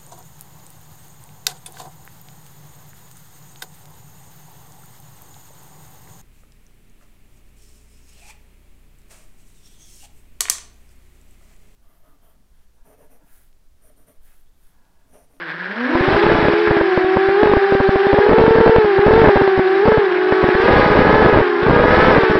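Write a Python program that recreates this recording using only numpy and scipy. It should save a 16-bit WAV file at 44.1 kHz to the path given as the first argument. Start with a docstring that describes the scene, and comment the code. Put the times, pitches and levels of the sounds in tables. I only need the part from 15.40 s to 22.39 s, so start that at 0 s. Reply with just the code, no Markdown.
"""A small four-rotor drone spools up, lifts off and flies, with the microphone on its frame.
First come low rotor hums, sine tones at multiples of the blade rate, over a hiss of prop wash (shaped noise).
As the rotors speed up they beat against each other, and the overdriven input pops: short pulses while lows fold.
An early burst of crackle gives way to mostly single pops, and late in the flight the crackle turns dense again.
Throughout, a narrow notch and a steep low-pass colour everything.
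"""
import sys
import numpy as np
from scipy import signal
from scipy.io import wavfile
from scipy.ndimage import uniform_filter1d

SR = 44100
rng = np.random.default_rng(int(sys.argv[2]) if len(sys.argv) > 2 else 0)


def boost_factor(decibels):
    """Convert a level in decibels to a linear amplitude factor."""
    exponent = np.asarray(decibels, float) / 20
    return 10 ** exponent


def to_wav(sig):
    """Store sig (one row per channel, or 1-D mono) as 16-bit WAV at the path in sys.argv[1].

    Samples outside -1..1 are clipped; the rate is SR.
    """
    pcm = np.clip(np.atleast_2d(sig), -1, 1) * 32767
    pcm = np.round(pcm).astype(np.int16)
    wavfile.write(sys.argv[1], SR, pcm.T)  # frames by channels


N = 308259  # length in samples
CRUISE_HZ = 400  # blade rate at cruise speed


def evened(x):
    """Scales a signal to rms 1."""
    return x / np.sqrt(np.mean(x ** 2) + 1e-20)


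def drift(length, hz):
    """Slow random wandering of rms 1: noise with everything faster than hz filtered away."""
    low_pass = signal.butter(4, hz, fs=SR, output="sos")
    return evened(signal.sosfilt(low_pass, rng.standard_normal(length)))


# how the nearest rotor's overtones swell as the flight attitude changes:
# (t/s, second tone's extra level/dB, third to fifth tones' extra level/dB)
NEAR_TIMBRE = [(0, 5.5, 6), (.6, -7, 2), (1.44, -6.5, -23), (1.52, 2.5, -2), (4.5, 0.5, -0.5),
               (5.35, -5, 3.5), (6.6, -1, 6), (6.99, -14, 2.5)]
# hum of the nearest rotor at cruise speed: (t/s, level/dB)
NEAR_LEVEL = [(0, -21.5), (.55, -17.5), (.7, -19.5), (1.399, -20.5), (1.55, -16), (2.032, -15.5),
              (2.151, -17), (4.253, -14.5), (4.7, -17), (5.1, -16), (5.4, -22.5), (5.85, -17), (6.18, -19),
              (6.5, -24.5), (6.75, -19.5), (6.99, -17)]


def near_rotor():
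    """The rotor nearest the microphone, at the throttle's speed; gives its tone and blade angle."""
    hz = throttle_hz(np.arange(N) / SR)
    return rotor(hz, np.transpose(NEAR_LEVEL), sharp_db=14.0, timbre=NEAR_TIMBRE)


# a mostly slower rotor that steers on its own: (t/s, blade rate f/Hz, level/dB at cruise speed)
SLOW_ROTOR = [(0, 166.9, -25.5), (.25, 191.1, -30), (0.421, 246.5, -16.5), (.58, 256.6, -12),
              (.68, 303.6, -20.5), (0.799, 348.4, -15.5), (1, 335.7, -17), (1.271, 347, -17),
              (1.401, 333.7, -14.5), (1.521, 355.5, -20.5), (1.62, 333, -19), (1.899, 345, -22),
              (2, 369, -19.5), (2.297, 387, -22), (2.599, 374.3, -21), (2.799, 379.8, -17.5),
              (3.399, 368.9, -23), (3.5, 346.6, -21.5), (3.65, 377.2, -16), (4.251, 361.8, -22.5),
              (4.35, 338, -19), (4.501, 380.3, -26.5), (4.87, 314.1, -22.5), (5.149, 345, -19),
              (5.299, 385, -20), (5.601, 439.4, -22.5), (5.93, 451.6, -24), (6.132, 373, -25.5),
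              (6.33, 424, -31)]


def slow_rotor():
    """A rotor with a speed curve of its own, so that its hum beats against the near one."""
    s, hz, db = np.transpose(SLOW_ROTOR)
    return rotor(np.interp(np.arange(N) / SR, s, hz), (s, db), sharp_db=11.5)[0]


# a mostly faster rotor, heard in the turns: (t/s, speed as a share of the near rotor's [1], level/dB at cruise speed)
FAST_ROTOR = [(.45, 1.11, -23), (1.0, 1.006, -25), (1.2, 0.92, -51), (2.5, 1.062, -48), (2.85, 1.15, -25.5),
              (3.02, 1.065, -30), (3.36, 1.085, -23), (3.5, 1.05, -49.5), (4.2, 1.05, -34),
              (4.45, 1.073, -29), (4.7, 1.12, -25.5), (5.17, 1.144, -23.5), (5.45, 1.21, -26),
              (5.8, 1.195, -30.5), (6.15, 1.19, -23), (6.45, 1.16, -23.5), (6.7, 1.18, -26),
              (6.85, 1.18, -22.5), (6.99, 1.12, -22)]


def fast_rotor():
    """A rotor that follows the throttle, mostly a little above the near rotor's speed."""
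    return throttle_follower(FAST_ROTOR, sharp_db=10.5)


# a slower rotor, heard in late turns: (t/s, speed as a share of the near rotor's [1], level/dB at cruise speed)
FAR_ROTOR = [(5.4, .8, -24), (5.9, .775, -28), (6.2, .77, -22), (6.4, .76, -23.5), (6.7, .78, -31),
             (6.8, .87, -25.5), (6.99, .83, -16.5)]


def far_rotor():
    """A rotor that follows the throttle well below the near rotor's speed, with duller overtones."""
    return throttle_follower(FAR_ROTOR, sharp_db=4.5)


def throttle_follower(rows, sharp_db):
    """Tone of a rotor whose speed is a changing share of the near rotor's."""
    t = np.arange(N) / SR
    s, share, db = np.transpose(rows)
    return rotor(np.interp(t, s, share) * throttle_hz(t), (s, db), sharp_db)[0]


# tones of one rotor, two blades a turn: (multiple of the blade rate [1], relative level/dB)
OVERTONES = [(.5, -23.5), (1, 1.5), (2, -5), (3, -13), (4, -18),
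             (5, -24.5)] + [(k, -16 - 1.44 * k) for k in range(6, 14)]
HUM_DB_PER_OCTAVE = 18  # a faster blade hums louder


def rotor(hz, level, sharp_db, timbre=((0, 0, 0),)):
    """Blade tones on a speed that the flight controller keeps nudging; gives the tone and the blade angle."""
    s, db = level
    t = np.arange(N) / SR
    load = load_db()
    nudge = .003 * boost_factor(load + 33) ** .25  # share of the speed, larger under load
    angle = 2 * np.pi * np.cumsum(hz * (1 + nudge * drift(N, hz=20.9))) / SR

    # 60 ms fades, except where the curve reaches the start or the end of the scene
    since_start = t - s[0] + (s[0] == 0)
    until_end = s[-1] - t + (s[-1] > 6.9)
    fade = np.clip(np.minimum(since_start, until_end) / .06, 0, 1)

    hum_db = np.interp(t, s, db) + HUM_DB_PER_OCTAVE * np.log2(hz / CRUISE_HZ)
    bite_db = 0.42 * hum_db + 0.91 * load + sharp_db  # overtones grow with the load on the blades
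    when, second_db, upper_db = np.transpose(timbre)
    tone = np.zeros(N)
    for multiple, over_db in OVERTONES:
        # higher tones waver more
        level_db = over_db + np.minimum(multiple, 10) * .4 * drift(N, hz=30)
        level_db += hum_db if multiple == 1 else bite_db
        if 2 <= multiple <= 5:
            level_db += np.interp(t, when, second_db if multiple == 2 else upper_db)
        tone += boost_factor(level_db) * np.sin(multiple * angle + 2 * np.pi * rng.random())
    tone += motor_whine(hz, angle, bite_db)
    return np.sqrt(2) * fade * tone, angle


def motor_whine(hz, angle, bite_db):
    """Faint whine of the motor windings, a high multiple of the blade rate, loudest where the frame rings."""
    multiple, peak_hz, fall_db_per_khz = 21, 7440, 8
    off_khz = abs(multiple * hz - peak_hz) / 1000
    whine_db = -27 + bite_db - fall_db_per_khz * off_khz + 3.4 * drift(N, hz=8)
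    return boost_factor(whine_db) * np.sin(multiple * angle)


# speed of the near rotor, set by the throttle: (t/s, blade rate f/Hz)
THROTTLE = [(0, 176.5), (.1, 155.1), (.3, 191.7), (.45, 255.2), (.55, 332), (.85, 416), (1, 431.3),
            (1.12, 411.6), (1.2, 428.8), (1.3, 421.3), (1.55, 366.5), (1.95, 393.8), (2.03, 429.7),
            (2.18, 396.4), (2.55, 389.8), (2.8, 408.4), (3.0, 445.9), (3.36, 448), (3.55, 385.8),
            (3.8, 457), (3.92, 401), (4.25, 374.5), (4.4, 391), (4.47, 437.8), (4.56, 434.7), (4.7, 358.7),
            (4.95, 377.7), (5.12, 366.3), (5.3, 415.3), (5.55, 411.2), (5.8, 430.9), (5.95, 415.7),
            (6.05, 359.5), (6.18, 341.7), (6.32, 406), (6.7, 439), (6.78, 393), (6.9, 370), (6.99, 382.6)]


def throttle_hz(s):
    """Blade rate of the near rotor at the given times, before the controller's nudges."""
    return np.interp(s, *np.transpose(THROTTLE))


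# blade load, which steers the level of the broad wash: (t/s, level/dB)
LOAD = [(0.201, -41), (0.451, -32.5), (0.72, -26), (1.651, -31.5), (2.1, -31), (3.05, -31.5), (3.549, -32),
        (3.821, -29), (4.15, -31.5), (4.8, -33), (5.399, -26), (5.9, -29.5), (6.141, -32.5), (6.619, -25),
        (6.99, -29.5)]


def load_db():
    """How hard the blades bite the air, sample by sample."""
    return np.interp(np.arange(N) / SR, *np.transpose(LOAD))


# single pops of the overdriven input: (t/s, swing before the ceiling [full scale], relative height of the snap [1])
POPS = [(0.553, .56, 0.12), (.61, 0.52, 0.09), (0.686, .58, 0.1), (0.867, 0.55, 1), (.919, 0.23, 0.74),
        (1.028, 0.3, 0.33), (1.055, 0.26, 0.52), (1.085, 0.37, 0.94), (1.136, .11, 0.41),
        (1.275, 0.24, 0.3), (1.311, 0.63, 0.089), (1.369, .07, 0.58), (1.412, 0.47, 0.42),
        (1.577, 0.26, 0.55), (1.646, 0.24, 0.12), (1.771, 0.493, 0.63), (1.888, .53, 0.078),
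        (2.033, 1.1, 0.36), (2.138, .5, 1), (2.324, .32, 0.6), (2.352, 0.34, 0.13), (2.404, 0.64, 0.24),
        (2.493, 1.1, 0.22), (2.559, 0.49, 0.52), (2.669, 0.49, 0.6), (2.735, 0.75, 0.5), (2.788, .75, 0.59),
        (2.866, .3, 0.55), (2.895, .8, 0.43), (2.914, .5, .6), (2.934, 0.5, 0.82), (3.014, .7, 0.57),
        (3.040, .6, .5), (3.080, .55, .4), (3.155, .55, .6), (3.205, .6, 0.67), (3.264, .6, 0.45),
        (3.296, .8, 0.46), (3.384, .55, 0.45), (3.448, 0.41, 0.48), (3.592, 0.74, 0.22), (3.781, 0.35, 0.2),
        (3.818, .6, 0.62), (3.959, .5, 0.54), (3.974, .6, .7), (4.020, 0.7, 0.61), (4.078, 0.2, 0.9),
        (4.178, .4, .2), (4.195, .7, .38), (4.456, .35, 0.25), (4.484, 1.1, 0.71), (4.521, .59, 0.75),
        (4.582, .69, 0.13), (4.925, 0.4, 0.83), (5.031, 0.4, 0.39), (5.042, 0.75, 0.099), (5.09, .57, 0.99),
        (5.153, .3, 0.077), (5.202, .4, 0.26), (6.232, 0.23, 0.047), (6.785, 0.61, 0.27),
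        (6.835, 0.31, 0.5)]
# stretches of dense crackle: (start t/s, end t/s, pops a second [1/s], relative size of swing [1])
CRACKLE = [(.7, 1.106, 100, 0.25), (1.999, 2.182, 58, 0.69), (2.98, 3.41, 32, 1), (3.661, 3.92, 144, 0.64),
           (5.232, 6.018, 190, 0.43), (6.26, 6.78, 208, 0.49), (6.89, 6.99, 60, 0.32)]


def pop_pulses():
    """Places the single pops, lesser snaps crowding round them, and random crackle; gives one-sample pulses."""
    swings, snaps, ticks = np.zeros((3, N))
    s, swing, snap = np.transpose(POPS)
    at = np.round(s * SR).astype(int)
    way = np.sign(rng.random(len(s)) - .5)
    swings[at], snaps[at] = swing * way, snap * way

    # lesser snaps: their rate and size both follow the swing of the single pop
    reach_s, per_s_of_swing, share_of_swing = 0.008, 330, 0.5
    stutters = [(when - reach_s, when + reach_s, per_s_of_swing * size, share_of_swing * size)
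                for when, size, _ in [(row[0], row[1], row[2]) for row in POPS]]
    rate, height = np.zeros((2, N))
    for start, end, per_s, size in stutters + CRACKLE:
        span = slice(round(start * SR), round(end * SR))
        rate[span], height[span] = per_s, size

    edges = np.ravel([row[:2] for row in CRACKLE]) * SR
    crackling = np.searchsorted(edges, np.arange(N)) % 2  # 1 inside a stretch of crackle
    chance, side, large, sharp = rng.random((N, 4)).T
    fires = height * (chance < rate / SR) * np.sign(side - .5)
    swings += fires * 1.3 * large ** 2 * np.where(crackling, 1, 0.38)  # lesser snaps swing less
    snaps += fires * 1.28 * sharp
    ticks += fires * crackling * .5 * (1 - sharp)  # in dense crackle some snaps are twice as quick
    return swings, snaps, ticks


def pops(air):
    """The overdriven input: a quick snap one way, a longer swing the other way, while the low band folds over."""
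    fold_depth, fold_half_ms, fold_below_hz = 1.8, 1.13, 540  # depth 2 = fully upside down
    ceiling = .9  # of full scale
    swings, snaps, ticks = pop_pulses()
    ms = np.arange(-300, 301) / SR * 1000
    bump = np.cos(np.pi / 2 * np.clip(ms / 1.48, -1, 1)) ** 2
    u = (ms + 0.44) / 0.29  # the snap comes just before the swing
    flick = 2.8 * u * np.exp(-u ** 2 / 2)

    fold_shape = np.cos(np.pi / 2 * np.clip(ms / fold_half_ms, -1, 1))
    folding = signal.oaconvolve(1. * (swings != 0), fold_shape, "same")
    low = signal.sosfiltfilt(signal.butter(2, fold_below_hz, fs=SR, output="sos"), air)
    folded = air - low * fold_depth * np.clip(folding, 0, 1)

    jolt = signal.oaconvolve(swings, bump, "same")
    jolt += signal.oaconvolve(snaps, flick, "same")
    jolt += signal.oaconvolve(ticks, flick[::2], "same")
    return folded + ceiling * np.tanh(jolt / ceiling)


# colour of the prop wash through the frame: (f/Hz, relative level/dB per Hz)
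WASH = [(150, -30), (400, -7.5), (700, -7), (1100, -4.5), (2100, -8), (2800, -17), (3800, -21),
        (4500, -25.5), (5200, -21), (7000, -29.5), (9300, -31), (11500, -62)]


def prop_wash(angle):
    """Turbulent hiss with drifting patches and gusts, chopped by each passing blade."""
    frames, hz = N // 128 + 5, np.fft.rfftfreq(512, 1 / SR)
    a, b, patches = rng.standard_normal((frames, 257, 3)).T
    # patches spread over 8 frequency bins and 12 frames
    patches = evened(uniform_filter1d(uniform_filter1d(patches, size=8, axis=0), size=12, axis=1))
    f, db = np.transpose(WASH)
    colour_db = np.interp(np.log(hz + 1), np.log(f), db)[:, None]
    load = np.pad(load_db()[::128], (0, frames), "edge")[:frames]
    colour_db = colour_db + 0.13 * np.log2(hz / 2000 + 1)[:, None] * (load + 33)  # brighter under load
    spectrum = (a + 1j * b) * boost_factor(colour_db + 1.3 * patches)
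    hiss = signal.istft(spectrum, nperseg=512, noverlap=384)[1][:N]
    gusts = boost_factor(1.2 * drift(N, hz=43.6))
    hiss *= gusts * (1 + 0.34 * np.cos(angle))
    return boost_factor(load_db() + 5.5) * evened(hiss)


HOUSING_HZ = 1637  # the housing rings here with hiss and blade tones alike


def housing_hiss(angle):
    """Hiss ringing in the housing, a resonance that is broad at idle and narrow in flight."""
    cavity = signal.iirpeak(HOUSING_HZ, 5.5, SR)
    broad = signal.lfilter(*cavity, rng.standard_normal(N))
    narrow = signal.lfilter(*cavity, broad)
    focus = np.clip(throttle_hz(np.arange(N) / SR) / CRUISE_HZ, 0, 1)
    ringing = focus * evened(narrow) + (1 - focus) * evened(broad)
    level = boost_factor(-21.5 + 0.18 * load_db() + 1.7 * drift(N, hz=18))  # follows the load only a little
    return level * evened(ringing * (1 + 0.32 * np.cos(angle)))


def housing_tones(hum):
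    """Blade tones ringing in the housing, picked out by a resonance."""
    return boost_factor(1.5) * signal.lfilter(*signal.iirpeak(HOUSING_HZ, 4, SR), hum)


def scene():
    """Four rotors and their wash pass the wind filter of the input; the pops arise after it."""
    near, angle = near_rotor()
    hum = near + slow_rotor() + fast_rotor() + far_rotor()
    hum = hum + housing_tones(hum)
    hiss = prop_wash(angle) + housing_hiss(angle)
    wind_filter = signal.butter(6, 150, "high", fs=SR, output="sos")
    air = signal.sosfilt(wind_filter, hum + hiss)
    return pops(air)[None]


def top_cut(x):
    """Nothing passes above the cut-off."""
    return signal.sosfilt(signal.butter(12, 15700, fs=SR, output="sos"), x)


def record(dry):
    """A narrow notch, overload above a knee, and a steep low-pass that leaks a little treble with two nulls."""
    x = signal.lfilter(*signal.iirnotch(700, 14, SR), dry)
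    knee, room = .6, .33  # of full scale: where overload begins, and how far above it the sound can rise
    over = np.maximum(abs(x) - knee, 0)
    x = np.sign(x) * (np.minimum(abs(x), knee) + room * np.tanh(over / room))
    passed = signal.oaconvolve(x, signal.firwin(46, 5000, fs=SR)[None], "same")
    x = passed + boost_factor(-21.5) * (x - passed)
    for null_hz in (6520, 7500):
        x = signal.lfilter(*signal.iirnotch(null_hz, 8, SR), x)
    return top_cut(x)


dry = scene()
out = record(dry)
to_wav(out)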